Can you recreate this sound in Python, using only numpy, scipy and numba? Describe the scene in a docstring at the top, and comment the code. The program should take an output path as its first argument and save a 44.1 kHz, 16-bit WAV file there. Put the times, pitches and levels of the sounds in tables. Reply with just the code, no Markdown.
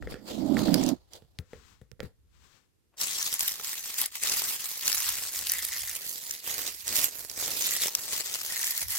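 """Fingers rub and knock on a phone's case and a fleece sleeve slides past; then dry leaves crackle under two hands.
A gardener has set the phone beside a bed and gathers, crushes and sweeps the leaves half a metre away.
Each crack is a small avalanche of damped oscillations; countless tiny ones make the rustle over scraping soil.
Skin and sleeve are coloured noise, each knock excites the modes of the case, and the garden air is faint noise."""
import sys
import numpy as np
from scipy import signal
from scipy.fft import rfft, irfft, next_fast_len
from scipy.io import wavfile
from scipy.ndimage import uniform_filter1d, map_coordinates
from numba import njit

SR = 44100
rng = np.random.default_rng(int(sys.argv[2]) if len(sys.argv) > 2 else 0)


def pcm_store(signal):
    """Save signal as 16-bit PCM."""
    levels = np.round(np.clip(np.atleast_2d(signal), -1, 1) * 32767)
    wavfile.write(sys.argv[1], SR, levels.astype(np.int16).T)


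N = 396018
TOP_HZ = 16000  # highest pitch of a fracture, and the edge of the phone's pass band


def undb(db):
    """Amplitude gain is 10 to the power of a twentieth of the level in decibels."""
    return 10 ** (np.asarray(db) / 20)


def unit(x):
    """Normalisation to an rms amplitude of 1."""
    return x / np.sqrt(np.mean(x ** 2))


def curves(table):
    """Linear interpolation of each column of a table against its first, at every sample."""
    s, *columns = np.transpose(table)
    return [np.interp(np.arange(N) / SR, s, column) for column in columns]


def sides(pan_db):
    """Interaural-style level difference: left and right gains, left minus right in dB, with mean power 1."""
    gains = undb(np.array([pan_db, -pan_db]) / 2).reshape(2, -1)
    return gains / np.sqrt(np.mean(gains ** 2, axis=0))


def colour(x, points):
    """Minimum-phase filtering: a causal cepstrum gives the filter its (hz, level_db) outline."""
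    hz, db = np.transpose(points)
    size = next_fast_len(x.shape[-1] // 2 + 2048) * 2
    f = np.maximum(np.arange(size // 2 + 1) * SR / size, 1)
    outline_db = np.interp(np.log(f), np.log(hz), db)
    cepstrum = irfft(np.log(undb(outline_db)))
    # fold negative times onto positive ones
    cepstrum[1:size // 2] *= 2
    cepstrum[size // 2 + 1:] = 0
    response = np.exp(rfft(cepstrum))
    return irfft(rfft(x, size) * response)[..., :x.shape[-1]]


def resonate(x, hz, width_hz):
    """Simple resonance: a second-order band-pass with gain 1 at its centre."""
    return signal.lfilter(*signal.iirpeak(hz, hz / width_hz, fs=SR), x)


def add(out, s, sound):
    """Superposition of a short stereo sound at time s."""
    i = max(int(s * SR), 0)
    out[:, i:i + sound.shape[1]] += sound[:, :N - i]


def walk(rate):
    """Slow random modulation: levels drawn every 1 / rate s and joined by slopes, with a spread near 1."""
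    k = int(SR / rate)
    steps = np.repeat(rng.standard_normal(N // k + 1), k)
    return 1.2 * uniform_filter1d(steps, k)[:N]


def gestures(rows, sag_db_per_s, release_db_per_s):
    """Power sum of movements (start_s, length_s, attack_s, level_db): build-up, steady dB slope and release."""
    power = np.zeros(N)
    for start, length, attack, db in rows:
        first = max(int(start * SR), 0)
        t = np.arange(min(N - first, int((length + .5) * SR))) / SR
        build = np.minimum(t / attack, 1) ** 2
        fall_db = sag_db_per_s * t + release_db_per_s * np.maximum(t - length, 0)
        power[first:first + len(t)] += (build * undb(db - fall_db)) ** 2
    return np.sqrt(power)


def flex(x, depth_db, count, size):
    """Time-varying colour of bending surfaces: count spectral zones wander, with new levels every size frames."""
    _, _, spectrum = signal.stft(x, nperseg=256)
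    bins, frames = spectrum.shape[1:]
    zones = rng.standard_normal((count + 1, frames // size + 2))
    zone_at_bin = np.sqrt(np.arange(bins) / bins) * count
    where = np.meshgrid(zone_at_bin, np.arange(frames) / size, indexing="ij")
    gain = undb(depth_db * map_coordinates(zones, where, order=1))
    return signal.istft(spectrum * gain)[1][:, :N]


def even_out(x, window_s):
    """Power normalisation: single cracks stand out, but the mean power over a short window stays near 1."""
    power = uniform_filter1d(np.mean(x ** 2, axis=0), int(window_s * SR))
    return x / np.sqrt(power + 1e-6)


@njit
def grains(start, pole, size):
    """Sum of damped oscillations: each complex pole sets pitch and decay, with starts between samples."""
    out = np.zeros(N)
    for k in range(len(start)):
        first = int(start[k]) + 1
        z = size[k] * np.exp(pole[k] * (first - start[k]))
        step = np.exp(pole[k])
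        for i in range(max(first, 0), min(first + int(-5 / pole[k].real), N)):
            out[i] += z.real
            z *= step
    return out


def crackle(rate, spread_db, run_ms, ring_ms, lag_ms, scatter_ms, other_share, count, lo_hz=0, hi_hz=TOP_HZ):
    """Avalanche statistics: random cracks, each a run of count fractures with their own pitch and decay."""
    cracks = int(rate * N / SR)
    when, hand = rng.random((cracks, 2)).T
    strength, place = rng.standard_normal((cracks, 2)).T
    when = when * (N - 1)
    build, wait, pitch, ring, turn = np.moveaxis(1 - rng.random((cracks, count, 5)), 2, 0)
    # two waits in a row: the run of fractures first swells, then thins out
    start = when[:, None] - np.log(build * wait) * run_ms * SR / 1000
    life = ring_ms * SR / 1000 * 2 ** (2 * ring - 1)
    hz = lo_hz + pitch * (hi_hz - lo_hz)
    pole = -1 / life + 2j * np.pi * hz / SR
    crack_gain = undb(spread_db * np.minimum(strength, 1.9))[:, None]
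    # a shorter ring starts higher
    size = crack_gain * np.exp(2j * np.pi * turn) / np.sqrt(life)
    # a crack lies beside the working hand or the other one, straight ahead, and reaches each port at its own time
    hand_lag = np.where(hand < other_share, 0, lag_ms[when.astype(int)])
    lag = (hand_lag + scatter_ms * place)[:, None] * SR / 1000
    ports = [grains((start + side * lag / 2).ravel(), pole.ravel(), size.ravel()) for side in (1, -1)]
    return unit(np.array(ports))


def reflections(x, decay_ms, wet_db):
    """Diffuse scattering in the leaf litter: a noise wash, different at each port, follows the decaying energy."""
    keep = np.exp(-1000 / (decay_ms * SR))
    energy = signal.lfilter([1 - keep], [1, -keep], x ** 2)
    return x + undb(wet_db) * np.sqrt(energy) * rng.standard_normal(x.shape)


def snaps(table, lag_ms, rise_s, t60_s, ring_q, ring_db, own_share):
    """Impulsive excitation of a resonance: a noise burst rises, decays and rings at the pitch of the piece."""
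    out, t = np.zeros((2, N)), np.arange(SR // 20) / SR
    shape = (1 - np.exp(-t / rise_s)) * undb(-60 * t / t60_s)
    for s, db, hz in table:
        noise = rng.standard_normal((3, len(t)))
        # one noise common to both ports, and a share of each port's own
        burst = (noise[2] + own_share * noise[:2]) * shape
        burst = burst + undb(ring_db) * resonate(burst, hz, hz / ring_q)
        # the farther port hears it later
        lag = int(lag_ms[int(s * SR)] * SR / 1000)
        burst = np.array([np.roll(burst[0], max(lag, 0)), np.roll(burst[1], max(-lag, 0))])
        burst = colour(burst, [(150, -14.5), (900, -1.5), (2500, 6), (15000, 8.0), (18000, -31)])
        peak = np.abs(burst).max(axis=1, keepdims=True)
        add(out, s + 0.00046, burst / peak * undb(db))
    return out


def background():
    """Stationary filtered noise is the faint garden air; enveloped low noise is the work shaking the phone."""
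    # spectrum of the garden air: hz, density_db [relative dB per Hz]
    air_spectrum = [(15, -32.5), (25, -22.5), (102, -9), (451, -13), (531, -19.5), (607, -24), (13600, -30),
                    (16000, -45.5)]
    # the work shakes the phone's support: start_s, length_s, attack_s, rumble_db
    shake_rows = [(0.0, 0.11, 0.014, -41), (0.35, 0.61, 0.22, -56), (0.98, 1.47, 0.045, -66.5),
                  (1.53, .07, .02, -56.5), (2.5, 2.05, .1, -76), (4.92, 0.32, 0.033, -58.5),
                  (5.33, 0.56, 0.039, -61), (5.79, 0.087, .03, -54.5), (6.45, 1.3, .04, -67),
                  (6.85, 0.047, .02, -59), (8.8, 0.094, 0.029, -49)]
    air = unit(colour(rng.standard_normal((2, N)), air_spectrum)) * undb(-75.5)
    rumble = colour(rng.standard_normal((2, N)), [(22, -25.5), (50, 6), (100, 2.5), (150, -12.0), (2000, -64.0)])
    # the negative sag makes each shake swell slightly
    return air + unit(rumble) * gestures(shake_rows, sag_db_per_s=-2, release_db_per_s=200)


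def handling():
    """Friction as filtered noise: skin drones, hisses and slips on the case, and the sleeve swishes."""
    # a finger dragged by the right port: start_s, drone_db [before panning]
    drag_curve = [(0.2, -50.5), (0.33, -41), (0.36, -30), (0.515, -21), (0.655, -26.5), (0.705, -19),
                  (0.804, -22), (0.934, -24.5), (0.999, -82.5)]
    # spectra of drone, skin and fleece: hz, density_db [relative dB per Hz]
    drone_spectrum = [(25, -22.5), (90, -19.5), (150, -7), (210, -1), (290, 1), (350, -6.5), (440, -24),
                      (620, -15), (800, -24.5), (1100, -37), (3000, -71.5)]
    skin_spectrum = [(100, 3), (500, 10.5), (800, 6), (1050, 0), (1700, -4.5), (2400, -6.5), (3200, -1.5),
                     (4700, 1), (5800, -7), (8000, -5.5), (8800, -11.5), (13500, -10), (16000, -14.5)]
    fleece_spectrum = [(150, 1.5), (400, -7), (650, -11), (1100, -3), (2200, -6.5), (3300, -6.5),
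                       (5000, -8.5), (8000, -9.5), (9000, -21), (16000, -21)]
    # skin slides on the case: start_s, length_s, attack_s, hiss_db
    rub_rows = [(0.0, .28, .01, -60), (0.08, 0.052, 0.023, -44.5), (0.225, 0.091, .07, -37),
                (0.3, 0.31, 0.028, -46), (0.535, 0.36, .04, -35), (0.93, 0.47, .02, -70.5),
                (1.095, 0.063, 0.05, -46.5), (2.015, .045, 0.016, -57)]
    # the sleeve brushes past the left port: start_s, length_s, attack_s, level_db
    swish_rows = [(1.33, 0.4, 0.23, -59), (2.2, 0.36, .28, -59.5)]
    # sharp slips of skin on the case: start_s, peak_db [before mixing and panning], pitch_hz
    slip_rows = [(0.7414, -8.5, 4770), (0.8355, -22.5, 6180), (0.862, -24, 5830), (0.8884, -18, 5800),
                 (1.133, -31, 5030)]

    drag = undb(curves(drag_curve)[0]) * (np.arange(N) / SR < drag_curve[-1][0])
    noise = rng.standard_normal((3, 2, N))
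    # a shared noise correlates the two ports; the covered right one is far louder
    drone = unit(colour(noise[0] + noise[0, 0] * 1.3, drone_spectrum)) * drag * sides(-26)

    # skin catches and lets go many times a second
    grip = undb(1.9 * walk(220) + 1.2 * walk(50))
    rub = gestures(rub_rows, sag_db_per_s=0.5, release_db_per_s=399)
    skin = colour(flex(noise[1], depth_db=3.5, count=26, size=16), skin_spectrum)
    hiss = unit(skin * grip) * rub * sides(-2.7)

    swish = gestures(swish_rows, sag_db_per_s=1.5, release_db_per_s=170)
    sleeve = unit(colour(noise[2], fleece_spectrum)) * swish * undb(1.3 * walk(30)) * sides(18)

    slips = snaps(slip_rows, np.zeros(N), rise_s=0.00067, t60_s=0.015, ring_q=5.6, ring_db=11.5, own_share=3.6)
    return drone + hiss + sleeve + undb(1) * slips * sides(-8.5)


def knocks():
    """Modal excitation: a fingertip ticks on the case, rings its modes and gives the phone a soft shove."""
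    # modes of the case: pitch_hz, level_db [relative], t60_s
    modes = [(253, -14, .04), (483, 4, 0.025), (770, -14, 0.015), (1410, -5, 0.0088), (1810, 0, 0.0067),
             (3250, -23, .012), (4800, -25, 0.022)]
    # fingers knock on the case: start_s, ring_peak_db, left_minus_right_db, thud_peak_db, tick_peak_db
    # [peaks before panning]
    knock_rows = [(0.025, -31, 5, -50, -59), (0.073, -26.5, 3, -43, -58), (.122, -26, 24, -49, -59),
                  (.142, -27.5, -8, -49, -56), (.569, -17.5, -5, -44, -35), (0.592, -36, -7, -33, -16),
                  (.683, -22, -4, -49, -28), (1.222, -47.5, -8.5, -50.5, -51), (1.388, -37, 7, -29.5, -24),
                  (1.533, -30, 5, -46, -51), (1.815, -44, 8, -41, -51), (1.916, -44, -28, -43.5, -33.5),
                  (1.995, -38, 8, -46, -56), (2.0038, -25.5, -10.5, -40, -27), (2.03, -34, 23, -32.5, -54),
                  (2.05, -41.5, 4.5, -37.5, -52)]
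    out, t = np.zeros((2, N)), np.arange(SR // 5) / SR
    ring = sum(undb(db - 60 * t / t60) * np.sin(2 * np.pi * hz * t) for hz, db, t60 in modes)
    for s, ring_db, pan_db, thud_db, tick_db in knock_rows:
        chance = rng.standard_normal((3, len(t)))
        # the blow is followed by a brief scuff
        contact = chance[0] * (np.exp(-t / 0.00067) + undb(-23) * np.exp(-t / 0.03))
        body = signal.fftconvolve(ring, contact)[:len(t)]
        thud = chance[1] * np.exp(-t / 0.014)
        thud = colour(thud, [(25, -14), (75, -0.5), (160, -4.0), (330, -22.0), (1500, -46.5)])
        tick = chance[2] * np.exp(-t / 0.0004)
        tick = colour(tick, [(300, -6.5), (1600, 1.5), (5200, 2.5), (7000, -8.0), (16000, -17.0)])
        parts = (body, ring_db), (thud, thud_db), (tick, tick_db)
        blow = sum(part / np.abs(part).max() * undb(db) for part, db in parts)
        add(out, s, blow * sides(pan_db))
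    return out


def leaves():
    """Fracture noise: cracks over fine rustle also shake the soil, and curled leaves ring as they rub."""
    # place of the working hand: start_s, left_port_delay_ms
    hand_place = [(2.9, -0.24), (3.2, -0.21), (3.5, -0.089), (4.7, -0.087), (5.2, -0.061), (5.9, -0.000055),
                  (6.2, 0.25), (6.9, 0.37), (7.45, .33), (7.95, -0.081), (8.3, -0.17), (8.7, -0.13)]
    # each grab, squeeze or sweep: start_s, length_s, attack_s, rustle_db, scrape_db [before mixing and panning]
    stroke_rows = [(2.962, 0.08, 0.046, -29.5, -49), (3.031, 0.327, 0.043, -30.5, -57.5),
                   (3.363, 0.14, 0.044, -30.0, -80), (3.497, 0.11, 0.021, -39.0, -60),
                   (3.605, 0.19, 0.044, -34, -65), (3.753, 0.21, 0.098, -36.5, -60),
                   (3.956, 0.076, 0.036, -28, -56), (4.099, 0.078, 0.047, -36.5, -75),
                   (4.19, 0.16, 0.046, -27.0, -50.5), (4.337, 0.22, 0.038, -30, -51.5),
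                   (4.564, 0.22, 0.046, -35, -62), (4.764, 0.18, 0.089, -27.5, -54),
                   (4.94, 0.18, 0.035, -29.5, -79), (5.107, 0.18, 0.038, -32.5, -56.5),
                   (5.266, 0.33, 0.085, -32, -58.5), (5.59, 0.32, 0.035, -35.0, -64),
                   (5.895, 0.29, 0.043, -37, -53), (6.168, 0.21, 0.071, -37.5, -54),
                   (6.379, 0.31, 0.1, -31.5, -43.5), (6.687, 0.18, 0.012, -43.5, -62),
                   (6.843, 0.12, 0.033, -32.0, -44), (6.919, 0.14, 0.038, -27.5, -40.5),
                   (7.094, 0.15, 0.028, -41.5, -52), (7.25, 0.21, 0.045, -43.5, -52.5),
                   (7.318, 0.27, 0.09, -31.0, -43), (7.546, 0.22, 0.043, -29.5, -48.5),
                   (7.748, 0.12, 0.083, -26.5, -45.5), (7.886, 0.24, 0.024, -37.5, -50.5),
                   (8.057, 0.15, 0.074, -30.5, -50.5), (8.21, 0.3, 0.042, -32.5, -53),
                   (8.457, 0.39, 0.081, -31.5, -61.5), (8.841, 0.18, 0.082, -31.0, -78.5)]
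    # a hand lands on the soil: start_s, length_s, attack_s, level_db [before mixing and panning]
    pat_rows = [(2.91, .07, 0.029, -67.5), (3.59, .012, 0.0045, -47), (4.28, 0.031, .015, -43),
                (4.86, 0.022, 0.014, -46), (5.398, 0.0097, .004, -47), (7.46, 0.035, 0.02, -40),
                (7.845, 0.034, 0.013, -45)]
    # big curled leaves rub together: start_s, length_s, attack_s, level_db [relative to the rustle envelope]
    curl_rows = [(3.87, 0.25, 0.094, -14), (5.45, 0.16, 0.066, -8), (5.64, 0.081, 0.046, -5),
                 (5.8, 0.11, .04, -11.5), (6.2, 0.71, 0.046, -16), (7.65, 0.15, 0.058, -13),
                 (8.42, 0.69, 0.087, -10)]
    # level of the treble sizzle: start_s, level_db [relative to the rustle envelope]
    crisp_curve = [(2.95, -12), (3.25, -8), (3.45, -1.5), (3.8, -2), (4.24, -7), (4.45, -2.5), (6.1, -0.5),
                   (6.6, -6.5), (7.05, -2), (7.4, -6), (7.9, -4), (8.3, -7.5), (8.98, 0)]
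    # leaf ribs and twigs that snap: start_s, peak_db [before mixing and panning], pitch_hz
    rib_rows = [(3.0116, -14, 4750), (3.2264, -12, 5660), (3.339, -10.5, 11400), (3.3927, -12, 13400),
                (3.4062, -10.5, 5650), (3.478, -9.5, 14000), (3.481, -15, 3300), (3.596, -25, 1360),
                (3.6446, -20, 4890), (4.0138, -8.5, 11500), (4.0588, -13.5, 11200), (4.1531, -20.5, 1930),
                (4.2346, -11, 7300), (4.2954, -12, 6160), (4.878, -6, 6500), (4.9167, -10.5, 4900),
                (4.927, -10, 5030), (5.0902, -9.5, 7750), (5.4684, -16, 4130), (5.4957, -11.5, 6000),
                (5.5179, -7.5, 13700), (5.535, -11.5, 11100), (5.6485, -14.5, 11100), (5.8815, -25.5, 4280),
                (5.9514, -18.5, 8300), (6.3086, -13.5, 6400), (6.8783, -12, 8200), (6.9676, -18, 5900),
                (7.0417, -6, 12500), (7.2967, -20.5, 5700), (7.621, -12, 6400), (7.667, -11.5, 12600),
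                (7.9499, -4, 6150), (8.3389, -15, 5640), (8.642, -13, 7250), (8.7056, -14.5, 13500),
                (8.777, -14.5, 12800)]
    # spectra of leaf blades and soil: hz, density_db [relative dB per Hz]
    leaf_spectrum = [(100, -14), (500, -16), (1000, -6), (1500, -5), (2400, 0), (3200, 1), (4500, 3.5),
                     (5800, 4.5), (8000, 5), (9500, 0), (13000, -7.5), (16000, -4.5)]
    soil_spectrum = [(30, -4), (90, 8), (200, 5), (450, 13), (1000, 10.5), (1500, 7), (2500, 4),
                     (6000, -16)]

    (crisp_db,), (lag_ms,) = curves(crisp_curve), curves(hand_place)
    # the leaves flatten under the hand and fall quiet once it lets go
    sag, release = 11, 305  # dB per s
    crush_rows = [(s, length, attack, db) for s, length, attack, db, _ in stroke_rows]
    dig_rows = [(s, length, attack, db) for s, length, attack, _, db in stroke_rows]
    crush = gestures(crush_rows, sag, release)
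    dig = gestures(dig_rows, sag, release)
    dig = np.hypot(dig, gestures(pat_rows, sag_db_per_s=4, release_db_per_s=500))
    # a faint hollow ring remains between the rubs of the curls
    curl = np.hypot(gestures(curl_rows, sag_db_per_s=6.0, release_db_per_s=126), undb(-21.5))

    cracks = crackle(rate=380, spread_db=6, run_ms=.6, ring_ms=.12, lag_ms=lag_ms,
                     scatter_ms=.04, other_share=.2, count=7)
    rustle = crackle(rate=3200, spread_db=-0.5, run_ms=.5, ring_ms=0.046, lag_ms=lag_ms,
                     scatter_ms=.04, other_share=0.26, count=3)
    fractures = even_out(cracks + undb(-.5) * rustle, window_s=.07)
    washed = reflections(fractures, decay_ms=4, wet_db=-4.5)
    scattered = unit(flex(washed, depth_db=3.1, count=34, size=7))
    blades = unit(colour(scattered, leaf_spectrum))

    # the thinnest flakes sizzle on top, louder at the right port
    sizzle = resonate(resonate(scattered, 12700, 8100), 12300, 9200)
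    crisp = unit(sizzle) * sides(-8.0) * undb(2 * walk(27))
    # the soil's long waves reach both ports in step
    soil = unit(colour(fractures[0], soil_spectrum)) * sides(4.0)
    hollow = crackle(rate=300, spread_db=3, run_ms=.8, ring_ms=2, lag_ms=lag_ms,
                     scatter_ms=.08, other_share=.4, count=2, lo_hz=1800, hi_hz=2130)
    hollow = unit(resonate(hollow, 2100, 1700))

    handful = crush * (undb(0.07) * blades + undb(crisp_db) * crisp + curl * hollow)
    sound = handful + undb(-2.9) * dig * soil
    # the handful gives way in fits and starts
    fits = undb(0.15 * walk(110) + 1.05 * walk(25))
    ribs = snaps(rib_rows, lag_ms, rise_s=0.00055, t60_s=0.013, ring_q=4.3, ring_db=10.5, own_share=0.74)
    # the port nearer the hand is louder: dB straight ahead, and its fall in dB per ms of left delay
    pan_db = 0.65 - 9.5 * lag_ms
    return (sound * fits + undb(-0.9) * ribs) * sides(pan_db)


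def scene():
    """Linear superposition of all sources at the two ports."""
    return leaves() + handling() + knocks() + background()


def record(dry):
    """Band limitation: the phone cuts the top with a steep elliptic low-pass filter."""
    return signal.sosfilt(signal.ellip(10, .2, 70, TOP_HZ, fs=SR, output="sos"), dry)


dry = scene()
out = record(dry)
pcm_store(out)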